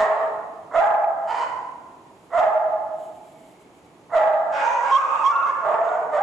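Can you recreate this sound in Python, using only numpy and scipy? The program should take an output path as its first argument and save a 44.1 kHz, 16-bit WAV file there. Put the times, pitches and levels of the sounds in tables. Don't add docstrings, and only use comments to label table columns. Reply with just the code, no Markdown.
import sys
import numpy as np
from scipy import signal
from scipy.fft import rfft, irfft, next_fast_len
from scipy.io import wavfile
from scipy.ndimage import uniform_filter1d

SR = 44100
rng = np.random.default_rng(int(sys.argv[2]) if len(sys.argv) > 2 else 0)


def materialize(psi):
    bounded = np.clip(np.atleast_2d(psi).T, -1, 1)
    quanta = np.round(bounded * 32767).astype(np.int16)
    wavfile.write(sys.argv[1], SR, quanta)


N = 274302
LEAD = SR // 5


def gain_of(db):
    return 10 ** (np.asarray(db) / 20)


def evened(x):
    return x / np.sqrt(np.mean(x ** 2) + 1e-20)


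def read(points, hz):
    f, value = np.transpose(points)
    return np.interp(np.log(hz + 1), np.log(f + 1), value)


def colour(x, points):
    size = next_fast_len(x.shape[-1] + 2048)
    gain = gain_of(read(points, np.fft.rfftfreq(size, 1 / SR)))
    return irfft(rfft(x, size) * gain, size)[..., :x.shape[-1]]


def resonate(x, hz, width_hz):
    turn = np.exp(2j * np.pi * np.cumsum(hz * np.ones(len(x))) / SR)
    r = np.exp(-np.pi * width_hz / SR)
    smoothed = signal.lfilter([1 - r], [1, -r], x / turn + 1e-18)
    return 2 * (turn * smoothed).real


def resonate_twice(x, hz, width_hz):
    return resonate(resonate(x, hz, width_hz), hz, width_hz)


def port_pair(a, b):
    # (frequency [Hz], shared amplitude [0-1])
    likeness = [(60, 1), (250, 0.85), (600, 0.93), (1300, 0.36), (2500, 0.059), (4500, 0.07), (8000, 1),
                (12000, 0.45)]
    # (frequency [Hz], left over right [dB])
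    balance = [(40, -7), (125, -1.5), (600, -1.5), (1200, -3.5), (4000, 1.5), (12000, -1)]
    hz = np.fft.rfftfreq(len(a), 1 / SR)
    same = np.clip(read(likeness, hz), 0, 1)
    half = gain_of(read(balance, hz) / 2)
    left = rfft(a)
    right = same * left + np.sqrt(1 - same ** 2) * rfft(b)
    return irfft(np.array([left * half, right / half]), len(a))


def hall():
    # (frequency [Hz], 60 dB decay time [s])
    decay = [(200, 1.5), (600, 1.4), (850, 1.45), (1200, 1.2), (2000, 0.95), (3000, .9), (4500, .85),
             (8000, 0.9)]
    # (frequency [Hz], gain [dB])
    absorption = [(1000, -0.5), (2200, -3.5), (3300, -8.5), (5000, -8.5), (7500, -7.5)]
    taps = np.zeros((2, 2 * SR))
    at = np.arange(200, 2 * SR - 20, 20) + rng.integers(0, 20, (2, (2 * SR - 201) // 20))
    np.put_along_axis(taps, at, rng.choice([-1., 1.], at.shape), 1)
    hz, t, z = signal.stft(taps, SR, nperseg=256)
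    swell_s = 0.0017
    shape = gain_of(-60 * t / read(decay, hz)[:, None]) * (1 - np.exp(-t / swell_s))
    shape /= np.sqrt((shape ** 2).sum(1, keepdims=True))
    tail = signal.istft(z * shape, SR, nperseg=256)[1][:, :2 * SR]
    return colour(tail / np.linalg.norm(tail[0]), absorption)


def call(length_s, push_s, glide_s, hold_db, push_db, from_hz, to_hz, rough, mouth_hz, bright_db, treble_db,
         upper_hz, upper_db, after_db, odd_db, bite_hz, bite_db):
    # (frequency [Hz], gain [dB])
    throat_spectrum = [(400, 2), (600, 5), (900, 5.5), (1200, 4.5), (1550, -6), (2000, -7.5), (2500, -13),
                       (3200, -18), (4200, -28.5), (7000, -26), (9000, -26), (14000, -74.5)]
    rise_s, rise_db, fall_s, fall_db = .075, -45, 0.039, -18.5
    push_half_width_s, glide_lag_s = 0.021, 0.01394
    throat_push_share = 0.18
    mouth_follow, sag_per_db = 1.25, .004
    mouth_width_hz, upper_width_hz, bite_width_hz = 160., 250., 1200
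    jitter, puff_gain, rasp_gain = .18, 5., 9.
    fundamental_db, breath_lead_db = -13, 22
    voicing_s = 0.046

    t = np.arange(0, length_s, 1 / SR)
    glide = np.clip((t - push_s - glide_lag_s) / max(glide_s, 1e-3) + .5, 0, 1)
    before_rise = np.clip(1 - t / rise_s, 0, 1) ** 2
    ends_db = rise_db * before_rise + fall_db * np.clip(1 - (length_s - t) / fall_s, 0, 1)
    push_db = push_db * np.exp(-((t - push_s) / push_half_width_s) ** 2)
    shape_db = push_db + after_db * glide
    effort_db = hold_db + ends_db + shape_db
    bright_db = bright_db - (1 - throat_push_share) * shape_db

    hz = from_hz + (to_hz - from_hz) * glide
    mouth_hz = mouth_hz * (1 + mouth_follow * abs(hz / from_hz - 1))
    hz = hz * (1 - sag_per_db * push_db * (1 - glide))

    chance = rng.standard_normal((4, SR))[:, :len(t)]
    rough = np.clip(rough, .07, 1)
    waver = jitter * rough * evened(uniform_filter1d(chance[0], size=250))
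    turns = np.cumsum(hz * (1 + waver)) / SR
    partials = []
    for k in range(1, 25):
        audible = k * hz < 5200
        partials.append(np.cos(2 * np.pi * k * turns) * audible * gain_of(odd_db * (k % 2)))
    if from_hz < .7 * mouth_hz[0]:
        partials[0] = partials[0] * gain_of(fundamental_db)
    shimmer = 1 + rough * evened(uniform_filter1d(chance[2], size=200))
    voicing = np.minimum(t / voicing_s, 1) ** 2
    folds = (1 - rough) * shimmer * np.sqrt(2) * sum(partials) * voicing
    puffs = (.15 + .8 * np.exp(-(turns % 1) / .4)) * chance[1]
    puffs = puffs * gain_of(breath_lead_db * before_rise)

    mouth = resonate_twice(folds + puff_gain * rough * puffs, mouth_hz, mouth_width_hz)
    hoarse = folds + rasp_gain * (rough + .08) * puffs
    throat = colour(hoarse, throat_spectrum)
    treble = throat - colour(throat, [(1900, 1.0), (2700, -30.0)])
    treble_gain = gain_of(treble_db + 0.46 * (effort_db - effort_db.max()))
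    throat = throat + (treble_gain - 1) * treble
    throat = throat + gain_of(upper_db) * resonate_twice(hoarse, upper_hz, upper_width_hz)
    bite = gain_of(bite_db) * shimmer * evened(resonate_twice(chance[3], bite_hz, bite_width_hz))

    voice = mouth + gain_of(bright_db) * throat + bite
    voice = colour(voice, [(150, -33), (330, -14), (430, -7), (560, 0)])
    end_fades = np.clip(np.minimum(t, length_s - t) / .012, 0, 1) ** 2
    return gain_of(effort_db) * voice * end_fades


def dogs():
    # (start [s], length [s], hardest push after start [s], pitch glide length [s],
    # effort [dB], push over it [dB], pitch before the glide and push sag [Hz], pitch after [Hz],
    # roughness [0-1], mouth resonance before the glide [Hz], throat brightness before the push [dB],
    # treble above about 2 kHz at peak effort [dB], upper mouth resonance [Hz], its level [dB],
    # effort change after the glide [dB], odd partials [dB], breathy bite [Hz], its level [dB],
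    # direct sound over the hall [dB])
    dog_calls = [ (-.08, 0.18, 0.098, 0.092, -13.5, 7.6, 212.3, 231.2, 0.375, 679, -8.5, 1, 1826, -3.5, -5.5, 1, 3800, -33, -5),
                 (.7, .21, 0.095, 0.02, -13, 7.2, 338, 411, .25, 652, -4, -3.5, 2050, -14, -7, -11, 3530, -36.5, -6),
                 (1.232, .245, 0.075, .1, -38.5, 1.3, 440, 503, 0.3, 890, 10, 1, 3020, -12, 4, -2, 4500, -13, -8.5),
                 (2.292, 0.205, 0.103, 0.0069, -13.5, 12.5, 342, 413, 0.27, 660, -5.5, -2, 1990, -11, -7, -7.5, 3030, -34.5, -8),
                 (4.087, 0.215, 0.086, 0.0047, -19, 17.8, 345, 415, 0.27, 667, 0.5, -0.5, 1952, -8.5, -9, -9, 3550, -32.5, -9),
                 (4.475, 0.23, 0.12, 0.074, -38.5, 4.5, 270.3, 277.8, 0.26, 895, 10.5, 6.5, 1576, 2, -6.5, 4, 5580, -13, -15),
                 (4.58, 0.19, 0.079, 0.095, -17, 2.2, 462, 487.5, .13, 960, -5.5, 4.5, 2500, -4.5, -4, -3, 5950, -25.5, -15.5),
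                 (4.77, 0.23, 0.18, 0.089, -44, 14, 271, 267, .3, 840, 17, 12.5, 1553, 4, 2.5, -4.5, 5930, -10.5, -14.5),
                 (4.87, 0.14, 0.073, 0.073, -9, 2.1, 528, 570, 0.19, 1060, -22, -5, 3200, -28, 2, -17, 5500, -38.5, -0.5),
                 (4.945, .33, 0.054, 0.22, -29.5, 5, 1270, 1243, .2, 1300, 3, -14.5, 2590, -10.5, -12.5, 1, 6000, -33, -3),
                 (5.27, 0.21, 0.075, .2, -19, 3.7, 1409, 1322, .2, 1380, -5.5, -16, 2676, -9.5, -17, 2.4, 6000, -41, -4.5),
                 (5.0, 0.23, 0.16, 0.2, -24, 2, 453.3, 461.4, 0.2, 915, -10, 13.5, 1460, 10, 4, -13, 5940, -38.5, -35),
                 (5.2, 0.15, 0.065, 0.04, -11, 5, 530, 575, 0.2, 1040, -14, 2, 3350, -28, -3, -5, 5500, -38, -2),
                 (5.4, 0.15, 0.08, 0.038, -26, 5, 541, 570, 0.18, 1075, -3, 2, 1700, -8, -3, 0, 6000, -34, -10),
                 (5.59, 0.21, 0.11, .12, -11.5, 3, 216, 224, 0.3, 645, -13, -5, 900, -11, -1, -3, 3500, -43, -11),
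                 (5.765, 0.23, 0.092, 0.164, -19, 3.4, 214, 245, 0.3, 665, -13, -1, 1460, -4, -1, -2, 6670, -46, -10),
                 (6.083, 0.25, 0.085, 0.02, -19, 4, 303, 388, 0.26, 585, -5, -4.5, 2080, -12, -7, -8, 3520, -35, -5.5),
                 ]
    out = np.zeros((2, LEAD + N + 3 * SR))
    halls = [hall() for _ in range(4)]
    for k, (start_s, *settings, direct_db) in enumerate(dog_calls):
        voice = call(*settings)
        heard = signal.fftconvolve(voice[None], halls[k % 4], axes=1)
        heard[:, :len(voice)] += gain_of(direct_db) * voice
        start = LEAD + round(start_s * SR)
        out[:, start:start + heard.shape[1]] += heard
    return port_pair(*out)[:, LEAD:LEAD + N]


def fan():
    # (frequency [Hz], relative density [dB per Hz])
    air_spectrum = [(20, -38.5), (48, -18.5), (162, -5), (219, -7), (314, -2), (547, -8.5), (839, -7.5),
                    (1560, -21), (2240, -20.5), (3290, -25.5), (4500, -30), (7200, -39), (9500, -35.5),
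                    (14000, -54)]
    level_db = -50.5
    air = colour(rng.standard_normal((2, N)), air_spectrum)
    return gain_of(level_db) * evened(port_pair(*air))


def panting():
    # (middle [s], level [dB], length [s])
    breath_puffs = [(1.799, -88, 0.13), (2.0, -88, 0.098), (2.23, -73, 0.18), (3.04, -64.5, 0.15),
                    (3.163, -69.5, 0.065), (3.29, -67.5, 0.18), (3.395, -80, 0.059), (3.485, -67, 0.18),
                    (3.62, -68, 0.036), (3.77, -71.5, .08), (3.857, -71, 0.031)]
    # (frequency [Hz], relative density [dB per Hz])
    breath_spectrum = [(1500, -56), (3000, -3), (5500, -22.5), (8000, -11), (11000, -17), (14000, -28)]
    t = np.arange(N) / SR
    level = sum(gain_of(db) * np.exp(-(2 * (t - middle_s) / length_s) ** 2)
                for middle_s, db, length_s in breath_puffs)
    return level * evened(colour(rng.standard_normal(N), breath_spectrum))


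def whine():
    # (time [s], pitch [Hz], level [dB])
    path = [(3.15, 2310, -79), (3.186, 2420, -79), (3.468, 2134, -64), (4.042, 2350, -80),
            (4.05, 2300, -84)]
    time_s, pitch_hz, level_db = np.transpose(path)
    t = np.arange(N) / SR
    fuzz = resonate_twice(rng.standard_normal(N), np.interp(t, time_s, pitch_hz), 120.)
    return gain_of(np.interp(t, time_s, level_db, -120, -120)) * evened(fuzz)


def ticks():
    # (time [s], starting level [dB], ring [Hz])
    tick_list = [(5.89, -40, 3650), (6.1898, -39, 3370)]
    decay_60db_s = 0.016
    out = np.zeros(N + SR)
    t = np.arange(300) / SR
    for start_s, peak_db, hz in tick_list:
        ring = gain_of(peak_db - 60 * t / decay_60db_s) * np.sin(2 * np.pi * hz * t)
        out[round(start_s * SR):][:300] += ring
    return out[:N]


def scene():
    return dogs() + fan() + panting() + whine() + ticks()


def record(dry):
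    # (frequency [Hz], gain [dB])
    treble_lift = [(4500, -0.5), (5500, 1), (7200, 9), (8500, -1), (11000, 5)]
    threshold_db, duck_share, recovery_db_per_s, lag_s = -19, 0.47, 60., .004
    ceiling, lean = gain_of(-8.5), .004
    edge_hz = 14400
    power_db = 10 * np.log10(abs(uniform_filter1d((dry ** 2).mean(0), size=130)) + 1e-12)
    fall_db = np.arange(N) * recovery_db_per_s / SR
    held_db = np.maximum.accumulate(power_db + fall_db) - fall_db
    over_db = np.maximum(held_db - threshold_db, 0)
    lag = np.exp(-1 / (lag_s * SR))
    ducked = dry / gain_of(duck_share * signal.lfilter([1 - lag], [1, -lag], over_db))
    bent = ducked / ceiling + lean
    clipped = ceiling * (bent / (1 + bent ** 4) ** (1 / 4) - lean)
    edge = signal.firwin(511, edge_hz, window=("kaiser", 9), fs=SR)
    wide = np.pad(clipped, [(0, 0), (LEAD, LEAD)], "reflect", reflect_type="odd")
    return signal.oaconvolve(colour(wide, treble_lift), edge[None], "same")[:, LEAD:LEAD + N]


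dry = scene()
out = record(dry)
materialize(out)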